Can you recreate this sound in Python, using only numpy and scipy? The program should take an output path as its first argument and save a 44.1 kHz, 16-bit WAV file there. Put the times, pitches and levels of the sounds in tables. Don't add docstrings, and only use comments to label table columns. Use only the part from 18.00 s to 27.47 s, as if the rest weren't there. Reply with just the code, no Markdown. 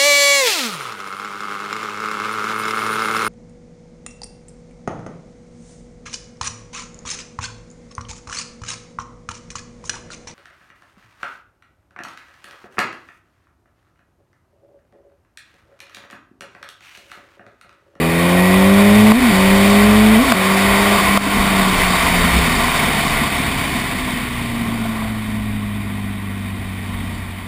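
import sys
import numpy as np
from scipy import signal
from scipy.io import wavfile
from scipy.ndimage import uniform_filter1d

SR = 44100
rng = np.random.default_rng(int(sys.argv[2]) if len(sys.argv) > 2 else 0)


def bounce(signal):
    frames = np.transpose(np.atleast_2d(signal))
    limited = np.clip(frames, -1, 1)
    pcm = np.round(limited * 32767).astype(np.int16)
    wavfile.write(sys.argv[1], SR, pcm)


def ratio_of_db(decibels):
    return 10 ** (np.asarray(decibels, float) / 20)


N = 417627

# (time [s], ring [dB], snap [dB], recorder gain drop [dB])
CRACK_EVENTS = [
    (1.1182, -4.5, -4.5, -6.5),
    (2.321, -3.5, -2, -4.5),
    (3.1734, -3.5, -7, -9.5),
]


def columns(table):
    s, *values = np.transpose(table)
    return [np.interp(np.arange(N) / SR, s, v) for v in values]


def unit(x):
    return x / np.sqrt(np.mean(x ** 2))


def ring(x, hz, width_hz):
    return signal.lfilter(*signal.iirpeak(hz, hz / width_hz, fs=SR), x)


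def walk(rate):
    k = int(SR / rate)
    held = np.repeat(rng.standard_normal(N // k + 1), k)
    return unit(uniform_filter1d(uniform_filter1d(held, k), k)[:N])


def response(table, hz):
    f, db = np.transpose(table)
    return np.interp(np.log(hz), np.log(f), db)


def rider():
    # (clutch home [s], clutch pulled [s], firing at start [Hz], firing at end [Hz], load [dB])
    gears = [
        (0, 1.139, 161.2, 217.6, 0),
        (1.335, 2.18, 187.9, 219.3, -1.5),
        (2.355, 2.95, 189.2, 203.6, -5),
    ]
    # (top [s], flare [Hz], tone with throttle shut [dB])
    flares = [
        (1.203, 51, -4),
        (2.257, 68.99, -10),
    ]
    # (time [s], firing rate [Hz], load [dB])
    coast = [(2.99, 196.2, -18), (3.1, 198, -12.5), (3.3, 200.6, -10.5), (3.65, 189.5, -9.5),
             (4.0, 179.5, -20), (4.25, 174.2, -8), (4.55, 164.5, -13), (5.5, 135.5, -14.5),
             (6.0, 126.8, -14.5), (6.5, 117.6, -12), (7.0, 109.6, -14.5), (7.5, 105, -11.5),
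             (8.0, 100.1, -12.5), (9.0, 93.8, -11.5), (9.47, 92.34, -16)]
    roll_off, load_slew_s = 1.74, .03
    rows = []
    for home, pull, start_hz, end_hz, db in gears:
        rows += [(home, start_hz, db), (pull, end_hz, roll_off * db)]
    hz, load_db = columns(rows + coast)
    t = np.arange(N) / SR
    free = free_db = 0
    for (top, flare_hz, db), old, new in zip(flares, gears, gears[1:]):
        hump = np.sin(np.pi / 2 * np.interp(t, [old[1], top, new[0]], [0, 1, 0]))
        hz = hz + flare_hz * hump
        free = free + hump
        free_db = free_db + db * np.minimum(2 * hump, 1)
    return hz, uniform_filter1d(load_db, int(load_slew_s * SR)), free, free_db


def throttle():
    # (time [s], width [s])
    swaps = [
        (1.204, 0.0068),
        (1.318, .008),
        (2.243, 0.012),
        (2.344, 0.012),
        (2.985, 0.0063),
    ]
    t = np.arange(N) / SR
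    return np.prod([np.tanh((t - s) / width) for s, width in swaps], axis=0)


def firing_tone(turn, hz, load_db, free, free_db, lead):
    # (frequency [Hz], level [dB])
    tone_response = [(93, -21.5), (105, -19.5), (127, -26), (150, -19.5), (162, -21.5), (180, -13),
                     (220, -7), (285, -10)]
    # (frequency [Hz], level [dB])
    octave_response = [(186, -22), (200, -13.5), (222, -8), (255, -16), (280, -19.5), (330, -25.5),
                       (410, -19.5), (560, -28)]
    shut = (1 + lead) / 2
    misfire_db = 1.5 * np.clip(hz / 124.1 - 1, 0, .3) / 0.28 * walk(14)
    tone_db = response(tone_response, hz) + .9 * load_db + shut * (3 + free_db + misfire_db)
    octave_db = response(octave_response, 2 * hz) + 0.57 * load_db + shut * (-7.5 - 6 * free)
    tone = lead * ratio_of_db(tone_db + 0.53 * walk(35)) * np.sin(turn)
    return tone + ratio_of_db(octave_db + 0.57 * walk(30)) * np.sin(2 * turn + 0.82)


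def uneven_cylinders(turn, hz, shut):
    # (multiple of firing rate, throttle open [dB], throttle shut [dB])
    orders = [(.25, -20, -10), (.5, -3.5, -2.5), (1.5, -3, 4), (1.75, -16.5, -27), (2.25, -28, -9),
              (2.5, -7, -4), (2.75, -0.5, -26), (3, -0.5, -14.5), (3.25, -5, -20.5), (3.5, -15, -18.5),
              (3.75, -6.5, -28), (4, -20, -24), (4.25, -12, -24), (4.75, -13.5, -34), (5, -15, -27),
              (5.75, -17.5, -39), (10.5, -13.5, -50)]
    # (frequency [Hz], width [Hz], level [dB])
    pipe_modes = [(105, 8.6, 13.5), (148, 37, -19.5), (240, 66, 6.5), (416, 66, 11), (468, 72, -12.5),
                  (532, 39, 5), (650, 50, 3.5), (778, 54, 5.5), (912, 25, 12), (1100, 80, 7),
                  (1920, 170, 15)]
    grid_hz = np.arange(6000)
    colour_db = sum(gain / (1 + (2 * (grid_hz - f) / w) ** 2) for f, w, gain in pipe_modes)
    out = 0
    for order, open_db, shut_db in orders:
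        db = open_db + shut * (shut_db - open_db)
        db = db + colour_db[(order * hz).astype(int)] + 1.4 * walk(18)
        out = out + ratio_of_db(db) * np.sin(order * turn + 2 * np.pi * rng.random())
    return out


def knock_whine(turn):
    cylinder_db = [-1, -18, -3.5, -12]
    # (frequency [Hz], width [Hz], level [dB])
    whine_modes = [(1040, 170, -13), (1912, 113, 3), (2187, 270, -5.5), (2420, 180, 0.5)]
    firing = np.floor(turn / (2 * np.pi)).astype(int)
    strength_db = np.array(cylinder_db)[firing % len(cylinder_db)] + 0.59 * walk(200)
    knocks = np.diff(firing, prepend=0) * ratio_of_db(strength_db)
    return unit(sum(ratio_of_db(db) * ring(ring(knocks, f, w), f, w) for f, w, db in whine_modes))


def engine():
    hz, load_db, free, free_db = rider()
    turn = 2 * np.pi * np.cumsum(hz * (1 + 0.0017 * walk(25.02))) / SR
    lead = throttle()
    shut = (1 + lead) / 2
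    uneven_db = -27 + 0.76 * load_db - 3 * shut - 0.1971 * np.maximum(hz - 199.4, 0)
    tones = firing_tone(turn, hz, load_db, free, free_db, lead)
    tones = tones + ratio_of_db(uneven_db) * uneven_cylinders(turn, hz, shut)
    return np.sqrt(2) * tones + ratio_of_db(uneven_db - 1.5 - 2.7 * shut) * knock_whine(turn)


def burst(hz, rise_s, fall_s):
    t = np.arange(int(.08 * SR)) / SR
    shape = (1 - np.exp(-t / rise_s)) * np.exp(-t / fall_s)
    return shape / shape.max() * np.sin(2 * np.pi * hz * t)


def crack(ring_db, snap_db):
    knock = burst(1100, .0004, .0022) + .6 * burst(684, .001, .004)
    noise = unit(ring(rng.standard_normal(len(knock)), 1200, 1700))
    snap = np.abs(burst(190.0, 0.00015, 0.0011)) * noise
    click = ratio_of_db(-2) * burst(2400, .00005, .0004)
    return ratio_of_db(snap_db) * (snap + click) - ratio_of_db(ring_db) * knock


def pops():
    # (time [s], peak [dB], pitch [Hz])
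    thuds = [(3.265, -13, 269), (3.37, -9.5, 233), (3.667, -18, 230.6), (3.904, -15, 225.7),
             (4.075, -17, 264.3), (4.241, -11, 229), (4.29, -22, 240), (4.362, -12.5, 209.4),
             (4.473, -19, 250), (4.568, -17, 216.9), (4.753, -22, 226), (4.823, -18, 235.7),
             (4.883, -14, 209.4), (4.97, -16, 220.6), (5.05, -15, 204.8), (5.215, -14, 224.5),
             (5.4, -15, 245), (6.747, -23, 222.6)]
    # (time [s], peak [dB], pitch [Hz])
    fairing_knocks = [(0.538, -20, 1140), (6.639, -30, 1050), (6.69, -28, 673), (6.716, -31, 1030),
                      (6.852, -23, 684), (6.96, -22, 1040), (7.016, -26, 1002), (7.049, -28, 677)]
    sounds = [(s, crack(ring_db, snap_db)) for s, ring_db, snap_db, _ in CRACK_EVENTS]
    sounds += [(s, ratio_of_db(db) * burst(hz, .002, .012)) for s, db, hz in thuds]
    sounds += [(s, ratio_of_db(db) * burst(hz, .002, .009)) for s, db, hz in fairing_knocks]
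    out = np.zeros(N + SR)
    for s, sound in sounds:
        start = int(s * SR)
        out[start:start + len(sound)] += sound
    return out[:N]


def airflow():
    # (time [s], hiss [dB], throat over hiss [dB], buffet [dB])
    air = [(0, -25.5, -.5, -44), (.3, -22.5, 0, -39), (1.3, -19, -1, -37), (2.3, -19.5, 0, -34.5),
           (2.45, -18.5, 1, -40), (3.1, -19, .5, -37), (3.5, -19, .3, -34.5), (4.25, -18.5, -1, -32),
           (4.95, -20, -1, -35.5), (5.9, -25.5, -2.5, -39), (6.5, -29, -2.5, -39), (7.03, -32.5, 1.5, -42),
           (7.12, -33.5, -1.5, -43), (7.6, -36, -1, -41), (8.5, -37, -1.5, -52), (9.1, -35, -1.5, -40),
           (9.47, -37.5, -1, -52)]
    # (time [s], length [s], helmet swing [dB], visor swing [dB])
    gusts = [(.64, .12, 1, 8), (.95, 0.22, 1, 4), (1.21, 0.087, 7, 8), (1.52, 0.13, 7, 5),
             (1.899, .35, -8, 6), (2.72, .12, 3, 9), (3.08, .12, 1, 6), (3.388, 0.088, 12, 5),
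             (3.8, .3, 10, -4), (4.2, 0.26, 9, -9), (4.37, .14, -15, 14), (4.93, 0.073, 4, 3),
             (4.55, .12, 2, 0), (5.17, .1, 12, 0), (5.55, .2, 3, 3), (6.02, 0.11, 4, 1),
             (7.05, 0.099, -1, 10), (8.578, .1, 9, 16)]
    t = np.arange(N) / SR
    hiss_db, throat_db, buffet_db = columns(air)
    helmet_db, visor_db = buffet_db, buffet_db + 2.5
    for s, length, helmet_swing, visor_swing in gusts:
        gust = np.exp(-(2 * (t - s) / length) ** 2)
        helmet_db = helmet_db + helmet_swing * gust
        visor_db = visor_db + visor_swing * gust
    burble_db = -28 + .5 * (hiss_db - hiss_db.max()) + 2 * (t > 3.2) + 1.5 * walk(5)
    return hiss_db, throat_db, helmet_db, visor_db, burble_db


def blown(modes, flicker_db, rate):
    out = 0
    for hz, width, db in modes:
        noise = rng.standard_normal(N)
        air = ring(ring(noise, hz, 1.99 * width), hz, 1.99 * width)
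        out = out + ratio_of_db(db + flicker_db * walk(rate)) * air
    return unit(out)


def shake(hz, wander):
    return np.sqrt(2) * np.sin(2 * np.pi * np.cumsum(hz * (1 + wander * walk(6))) / SR)


def wind():
    # (frequency [Hz], width [Hz], level [dB])
    throat_modes = [(404, 137, -8.5), (580, 92, -14), (684, 55, -1.5), (790, 91, -7.5), (924, 50, -3.5),
                    (1039, 43, 0), (1139, 69, -1), (1435, 195, -7)]
    housing_modes = [(1922, 200, -4.5), (2022, 290, -4), (2238, 127, -4.5), (2407, 300, -5.5),
                     (2942, 46, -7), (3094, 84, -7), (3436, 320, -9.5), (3704, 173, -8)]
    vent_modes = [(4330, 170, -1.5), (4672, 175, -0.5), (5170, 250, -6.5), (5636, 250, -7.5)]
    buffet_modes = [(45, 41, -0.5), (95, 50, 0.5)]
    burble_modes = [(170, 52, 1.5), (227.3, 47.4, 5.5), (290, 110, -8.5)]
    hiss_db, throat_db, helmet_db, visor_db, burble_db = airflow()
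    gust_db = 0.12 * walk(8) + .5 * walk(70) + 0.35 * walk(400)
    vent = ratio_of_db(-11 + 0.21 * (hiss_db + 19.0)) * blown(vent_modes, 1.0, 15)
    throat = ratio_of_db(throat_db) * blown(throat_modes, 0.6, 17)
    hiss = ratio_of_db(hiss_db + gust_db) * (blown(housing_modes, 0.69, 20) + vent + throat)
    helmet = ratio_of_db(helmet_db - 1 + 2.5 * walk(7)) * shake(30, .07)
    visor = ratio_of_db(visor_db - 1 + 2.5 * walk(9)) * shake(62, .04)
    rumble = ratio_of_db((helmet_db + visor_db) / 2 + 4.0) * blown(buffet_modes, 1.4, 3.7)
    burble = ratio_of_db(burble_db) * blown(burble_modes, 0.54, 18)
    return hiss + helmet + visor + rumble + burble


def scene():
    return (engine() + pops() + wind())[None]


def duck():
    t, duck_db = np.arange(N) / SR, 0
    for s, *_, drop_db in CRACK_EVENTS:
        since = np.maximum(t - s - .004, 0)
        duck_db = duck_db + drop_db * (1 - np.exp(-since / 0.0022)) * np.exp(-since / 0.11)
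    return ratio_of_db(duck_db)


def low_pass(x):
    return signal.sosfilt(signal.butter(12, 15630, fs=SR, output="sos"), x)


def record(dry):
    hold_hz, hold = 12000, 4
    slow = signal.resample_poly(dry[0] * duck(), hold_hz // 300, SR // 300)
    steps = np.repeat(np.clip(slow, -.92, .92), hold)
    held = signal.resample_poly(steps, SR // 300, hold * hold_hz // 300)[:N]
    top_cut = signal.ellip(12, .2, 50, 15300, fs=SR, output="sos")
    mix = signal.sosfilt(top_cut, held)[None]
    return low_pass(mix)


dry = scene()
out = record(dry)
bounce(out)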